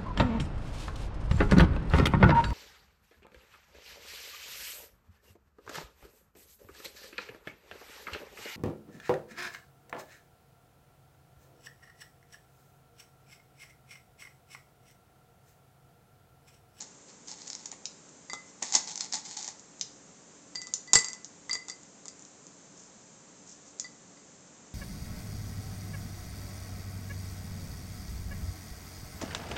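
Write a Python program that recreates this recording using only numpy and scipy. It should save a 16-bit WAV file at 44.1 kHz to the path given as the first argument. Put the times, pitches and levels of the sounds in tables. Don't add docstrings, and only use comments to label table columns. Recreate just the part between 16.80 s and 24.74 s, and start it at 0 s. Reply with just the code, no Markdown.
import sys
import numpy as np
from scipy import signal
from scipy.fft import rfft, irfft
from scipy.io import wavfile
from scipy.ndimage import uniform_filter1d

SR = 44100
rng = np.random.default_rng(int(sys.argv[2]) if len(sys.argv) > 2 else 0)


def unload_audio(sound):
    columns = np.transpose(np.atleast_2d(sound))
    steps = np.round(np.clip(columns, -1, 1) * 32767)
    wavfile.write(sys.argv[1], SR, steps.astype(np.int16))


N = 350154
TIME = np.arange(N) / SR


def from_db(db):
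    return 10 ** (np.asarray(db) / 20)


def rms_one(x):
    return x / np.sqrt(np.mean(x ** 2) + 1e-20)


def at_hz(points, hz):
    freqs, values = np.transpose(points)
    return np.interp(np.log(np.maximum(hz, 1)), np.log(freqs), values)


def colour(x, spectrum, size=4096):
    cepstrum = irfft(np.log(from_db(at_hz(spectrum, np.fft.rfftfreq(size, 1 / SR)))))
    cepstrum[1:size // 2] *= 2
    cepstrum[size // 2 + 1:] = 0
    return signal.fftconvolve(x, irfft(np.exp(rfft(cepstrum))))[:len(x)]


def add(out, s, sound):
    start = max(round(s * SR), 0)
    out[start:start + len(sound)] += sound[:N - start]


def unit_hit(sound, ms):
    return sound / np.sqrt(np.sum(sound ** 2) * 1000 / (ms * SR))


def evened(burst, width_hz):
    power = uniform_filter1d(np.abs(rfft(burst)) ** 2, max(round(width_hz * len(burst) / SR), 1))
    freqs = np.fft.rfftfreq(len(burst), 1 / SR)
    return colour(burst, np.column_stack([freqs, -10 * np.log10(power + 1e-9)])[1:])


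def effort(strokes, attack_db_per_s=1295, sag_db_per_s=58, release_db_per_s=326):
    gain = np.zeros(N)
    for s, length, db in strokes:
        t = TIME - s
        fall_db = (attack_db_per_s * np.maximum(-t, 0) + sag_db_per_s * np.maximum(t, 0)
                   + release_db_per_s * np.maximum(t - length, 0))
        gain += from_db(db - np.minimum(fall_db, 120))
    return gain


def rustle(gain, spectrum, per_s, spread_db):
    sizes = from_db(spread_db * np.minimum(rng.exponential(1, N), 4))
    slips = sizes * rng.choice([-1, 1], N) * (rng.random(N) < per_s / SR)
    return gain * rms_one(colour(slips, spectrum))


def ring(hz, t60, size=22050):
    return np.sin(2 * np.pi * hz * TIME[:size]) * from_db(-60 * TIME[:size] / t60)


def contact(spectrum, ms, crumble, size=4096):
    fade = np.exp(-(1000 * TIME[:size] / max(ms, .1)) ** 2)
    force = crumble * rng.standard_normal(size) * fade
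    force[0] = 1
    return unit_hit(colour(evened(force, width_hz=900), spectrum), ms=0.25)


def thud(spectrum, t60, size=8192):
    burst = rng.standard_normal(size) * from_db(-60 * TIME[:size] / t60)
    return unit_hit(colour(evened(burst, width_hz=90), spectrum), ms=2)


# t/s, length/s, level/dB (levels in the tables are relative)
TUB_DIGS = [(0.003, 0.011, -39.5), (.285, .025, -53), (.48, 0.046, -43.5), (.58, 0.08, -49.5),
            (.672, 0.021, -45.5), (.79, .1, -51), (1.826, 0.076, -37.5), (1.94, 0.015, -25.5),
            (2.08, 0.04, -38.5), (2.2, 0.051, -41), (2.335, 0.014, -29), (2.45, 0.096, -41.5),
            (2.572, 0.13, -40)]
# f/Hz, level/dB
TUB_COLOUR = [(100, -32), (260, -16), (500, -24.5), (850, -5), (1250, -17), (1700, -14), (2100, -9.5),
              (2700, -15.5), (4400, -4.5), (5600, -3), (6700, 1.5), (7600, -3.5), (8800, -27.5)]
# t/s, level/dB, f/Hz
TUB_CLICKS = [(.0074, -26, 6740), (0.4746, -33, 6000), (.483, -27, 5550), (.5143, -24.5, 5500),
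              (.618, -29, 4740), (0.677, -25.5, 6700), (.701, -20.5, 5450), (.7308, -23, 4800),
              (.751, -21, 5660), (0.857, -20.5, 6300), (0.9157, -23, 6700), (1.8257, -13, 6800),
              (1.923, -14.5, 6700), (1.9499, -9.5, 6560), (1.9515, -3, 5700), (1.954, -6.5, 6300),
              (2.074, -23, 4860), (2.1562, -18.5, 6200), (2.176, -18, 6000), (2.2077, -13.5, 4800),
              (2.231, -30, 5600), (2.3248, -16, 5000), (2.3414, -17.5, 4650), (2.354, -20, 6600),
              (2.569, -24, 6600), (2.627, -24, 5800), (2.645, -23.5, 5700), (2.6778, -19.5, 6160),
              (2.686, -24, 6100)]
# t/s, level/dB
TUB_BUMPS = [(0.926, -40), (1.823, -29), (1.95, -26), (2.34, -34), (2.68, -40)]
# f/Hz, level/dB
PLASTIC_COLOUR = [(80, -20), (270, 3), (480, -6), (820, 5), (1150, -2.5), (1450, -28), (1850, 1),
                  (3000, -12)]
def tub(peak_db=7.0, peak_octaves=0.33):
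    digging = effort(TUB_DIGS)
    scrape = from_db(-3) * rustle(digging, TUB_COLOUR, per_s=800, spread_db=2.5)
    crackle = from_db(-9) * rustle(digging, TUB_COLOUR, per_s=110, spread_db=4.0)
    hollow = from_db(-42.5) * signal.fftconvolve(scrape + crackle, ring(hz=875, t60=0.092))[:N]
    out = scrape + crackle + hollow
    freqs = np.geomspace(100, 10000, 90)
    for s, db, hz in TUB_CLICKS:
        own_pitch = peak_db * np.exp(-(np.log2(freqs / hz) / peak_octaves) ** 2)
        spectrum = np.column_stack([freqs, at_hz(TUB_COLOUR, freqs) + own_pitch])
        add(out, s, from_db(db - 1.5) * contact(spectrum, ms=2.4, crumble=1.0))
    for s, db in TUB_BUMPS:
        add(out, s, from_db(db) * thud(PLASTIC_COLOUR, t60=0.069))
    return out


# f/Hz, level/dB
RUMBLE_COLOUR = [(15, -60), (25, -28.5), (118, -10.5), (176, -3), (264, -6.5), (294, -5), (326, -11),
                 (412, -7.5), (499, -10.5), (543, -11.5), (1030, -15), (1410, -17.5), (4000, -26),
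                 (5200, -38), (8800, -120)]
# f/Hz, level/dB
HISS_COLOUR = [(2500, -18), (4000, -6), (5300, -2), (6300, 4.5), (7100, 7), (7800, -3), (8600, -9),
               (9000, -48)]
# f/Hz, level/dB
STEADY_TONES = [(291, -69.5), (538, -74), (6164, -71), (7515, -77), (7542, -68.5), (8470, -89)]
def background(swell_from_s=7.5, swell_db_per_s=3.0):
    rumble_db = -58 + swell_db_per_s * np.maximum(TIME - swell_from_s, 0)
    rumble = from_db(rumble_db) * rms_one(colour(rng.standard_normal(N), RUMBLE_COLOUR))
    hiss = from_db(-59) * rms_one(colour(rng.standard_normal(N), HISS_COLOUR))
    tones = sum(np.sqrt(2) * from_db(db) * np.sin(2 * np.pi * (hz * TIME + rng.random()))
                for hz, db in STEADY_TONES)
    return rumble + hiss + tones


# t/s, level/dB, f/Hz
SNAPS = [(1.0554, -19, 5140), (1.292, -40, 7340), (2.796, -35, 6550), (2.996, -35.5, 6700),
         (3.0116, -14.5, 5280), (3.938, -11, 6640), (4.446, -26, 6100), (5.033, -37.5, 7160),
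         (5.394, -37, 7400), (5.423, -37, 7100), (5.451, -35.5, 6800), (5.668, -35, 7060),
         (6.989, -40, 7000), (6.998, -16, 6700)]
# f/Hz, level/dB
SNAP_COLOUR = [(2800, -1), (5400, 1.5), (7100, 8), (7800, -7), (8800, -19.5)]
def snaps(high_slope=15.5, rounding_octaves=0.057, knock_db=-23.5):
    out, freqs = np.zeros(N), np.geomspace(400, 10000, 60)
    for s, db, hz in SNAPS:
        octaves = np.log2(freqs / hz)
        low_slope = 16 * (hz / 6500) ** 1.44
        slope = np.where(octaves < 0, low_slope, high_slope)
        peak = (rounding_octaves - np.hypot(octaves, rounding_octaves)) * slope
        shape = np.maximum(peak, knock_db) + at_hz(SNAP_COLOUR, freqs)
        ms = 1.97 * 2 ** ((db + 18.5) / 11.5)
        add(out, s, from_db(db + 0.5) * contact(np.column_stack([freqs, shape]), ms, crumble=0.2))
    return out


def waver(rate_hz, depth, size=22050):
    lowpass = signal.butter(2, rate_hz, fs=SR, output="sos")
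    slow = signal.sosfilt(lowpass, rng.standard_normal(2 * size))[size:]
    return 1 + depth * rms_one(slow)


# lower f/Hz, upper f/Hz, ring time/s before it is multiplied by ring_factor
WALL_PAIRS = [(2000, 2041, .32), (4680, 4730, .2), (7451, 7498, .17)]
def glass_wall(levels_db, upper_share, ring_factor):
    out = 0
    for (lower_hz, upper_hz, t60), db in zip(WALL_PAIRS, levels_db):
        lower = np.sqrt(1 - upper_share) * ring(lower_hz, ring_factor * t60)
        upper = np.sqrt(upper_share) * ring(upper_hz, ring_factor * t60)
        out = out + from_db(db) * (lower + upper) * waver(rate_hz=70, depth=.2)
    top = from_db(levels_db[-1] - 22.5) * ring(hz=8548, t60=ring_factor * 0.23)
    return from_db(-2.5) * (out + top)


# t/s, ring time factor
WALL_DAMPING = [(1.5, 1.16), (4.1, 1.1), (4.75, 0.71), (4.9, 0.42), (7.0, 0.36)]
def damping(s):
    return np.interp(s, *np.transpose(WALL_DAMPING))


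# f/Hz, level/dB, ring time/s
BASE_TONES = [(1208, -11, 0.056), (1327, -15.5, 0.07), (3560, -11, 0.037)]
# f/Hz, level/dB
BASE_COLOUR = [(60, -25), (250, -9), (420, -8.5), (600, -12.5), (850, -1), (1200, -1), (1420, -8),
               (1700, -16), (2900, -23), (3350, -9.5), (3600, 0.5), (4000, -14), (6000, -25)]
def glass_base(ring_db):
    detune = 1 + 0.018 * rng.standard_normal()
    out = sum(from_db(ring_db + db) * ring(hz * detune, t60) for hz, db, t60 in BASE_TONES)
    add(out, 0, from_db(-6) * thud(BASE_COLOUR, t60=0.028))
    return out


# f/Hz, level/dB
WAX_COLOUR = [(200, -16.5), (1000, -22), (2600, -15.5), (4000, -12), (5500, 0.5), (6800, 6.5), (7700, -1.5),
              (8800, -22)]
def wax_click():
    return contact(WAX_COLOUR, ms=1.0, crumble=0.65)


# t/s, click level/dB, ring level/dB, middle pair above low pair/dB,
# share of each pair's energy in its upper tone (0-1)
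PINGS = [(1.4982, -31, -34.5, -2, 0.99), (3.751, -33, -45, -5, 0.47), (3.756, -24.5, -51, 22, 0.96),
         (3.817, -25.5, -49, 8, 0), (4.075, -38, -46.5, 1.5, 0), (4.245, -19, -41, 11, 1),
         (4.285, -21.5, -60, 18.5, .8), (4.695, -24.5, -29.5, -9, 1), (4.711, -40, -46.5, 24, 1),
         (4.753, -25.5, -33.5, 0, 0.93), (4.898, -23, -40.5, 7.5, 1), (5.282, -25.5, -55.5, 10, 1),
         (6.998, -29, -53.5, -10, .5), (7.044, -47, -40.5, 1, 0.07), (7.372, -55, -53.5, -3, 1)]
def pings():
    out = np.zeros(N)
    for s, click_db, ring_db, middle_db, upper_share in PINGS:
        pair_levels = [ring_db, ring_db + middle_db, click_db - 19.5]
        add(out, s, from_db(ring_db - 4.5) * glass_base(ring_db=-6.5))
        add(out, s, glass_wall(pair_levels, upper_share, damping(s)))
        add(out, s, from_db(click_db) * wax_click())
    return out


# t/s, click level/dB, knock level/dB
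LANDINGS = [(1.533, -22.5, -28), (3.870, -27.5, -43.5), (4.1332, 0.5, -18), (4.136, -6, -24.5),
            (4.154, -6, -25), (4.188, -12, -55), (4.332, -23.5, -49), (4.731, -15.5, -38),
            (4.884, -27, -39), (5.256, -30.5, -46)]
def landings(pair_levels_db=(-34.5, -25.5, -23.5)):
    out = np.zeros(N)
    for s, click_db, knock_db in LANDINGS:
        add(out, s, from_db(knock_db) * glass_base(ring_db=0))
        wall = glass_wall(pair_levels_db, upper_share=0.4, ring_factor=damping(s))
        add(out, s, from_db(click_db) * wall)
        add(out, s, from_db(click_db) * wax_click())
    return out


# t/s, length/s, level/dB
RUBS = [(1.67, 0.026, -58.5), (5.97, .08, -53.5), (6.675, 0.06, -52), (6.865, 0.011, -52)]
def rubs():
    return rustle(effort(RUBS), WAX_COLOUR, per_s=3600, spread_db=6.5)


# t/s, level/dB
JOLTS = [(4.155, -17)]
# f/Hz, level/dB
TABLE_COLOUR = [(25, -3), (70, 6), (140, 2.5), (250, -6), (450, 2), (700, -18), (1400, -5), (3000, -10.5)]
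def table_jolt(pair_levels_db=(-4, 1, 9)):
    out = np.zeros(N)
    for s, db in JOLTS:
        add(out, s, from_db(db) * glass_wall(pair_levels_db, upper_share=0.1, ring_factor=0.53))
        add(out, s, from_db(db) * thud(TABLE_COLOUR, t60=0.041))
    return out


# f/Hz, ring time/s
ROOM_RING_TIMES = [(100, 0.16), (1000, 0.61), (4000, 0.37), (8000, 0.31)]
def room(x, early_db, tail_db, early_t60=0.094, gap_s=0.0043, echoes_per_s=2500, size=22050):
    t, tail = TIME[:size], 0
    edges_hz = np.geomspace(40, 12000, 9)
    for low, high in zip(edges_hz, edges_hz[1:]):
        bandpass = signal.butter(2, [low, high], "band", fs=SR, output="sos")
        band = signal.sosfilt(bandpass, rng.standard_normal(size))
        tail = tail + band * from_db(-60 * t / at_hz(ROOM_RING_TIMES, np.sqrt(low * high)))
    echoes = rng.standard_normal(size) * (rng.random(size) < echoes_per_s / SR)
    early = echoes * from_db(-60 * t / early_t60) * (t > gap_s)
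    response = from_db(early_db) * rms_one(early) + from_db(tail_db) * rms_one(tail * (t > 2 * gap_s))
    return x + signal.fftconvolve(x, response / np.sqrt(size))[:N]


def scene():
    holder = room(pings() + landings() + table_jolt(), early_db=-5.0, tail_db=-15.0)
    hand = room(snaps() + rubs(), early_db=-6.5, tail_db=-11.5)
    rummaging = room(tub(), early_db=-8.5, tail_db=-12.0)
    return (holder + hand + rummaging + background())[None]


def record(dry, cutoff_hz=8650, ceiling=0.74, top_hz=16000):
    narrow = signal.sosfilt(signal.ellip(8, .1, 80, cutoff_hz, fs=SR, output="sos"), dry)
    clipped = narrow / (1 + (narrow / ceiling) ** 12) ** (1 / 12)
    return signal.sosfilt(signal.ellip(10, .1, 90, top_hz, fs=SR, output="sos"), clipped)


dry = scene()
out = record(dry)
unload_audio(out)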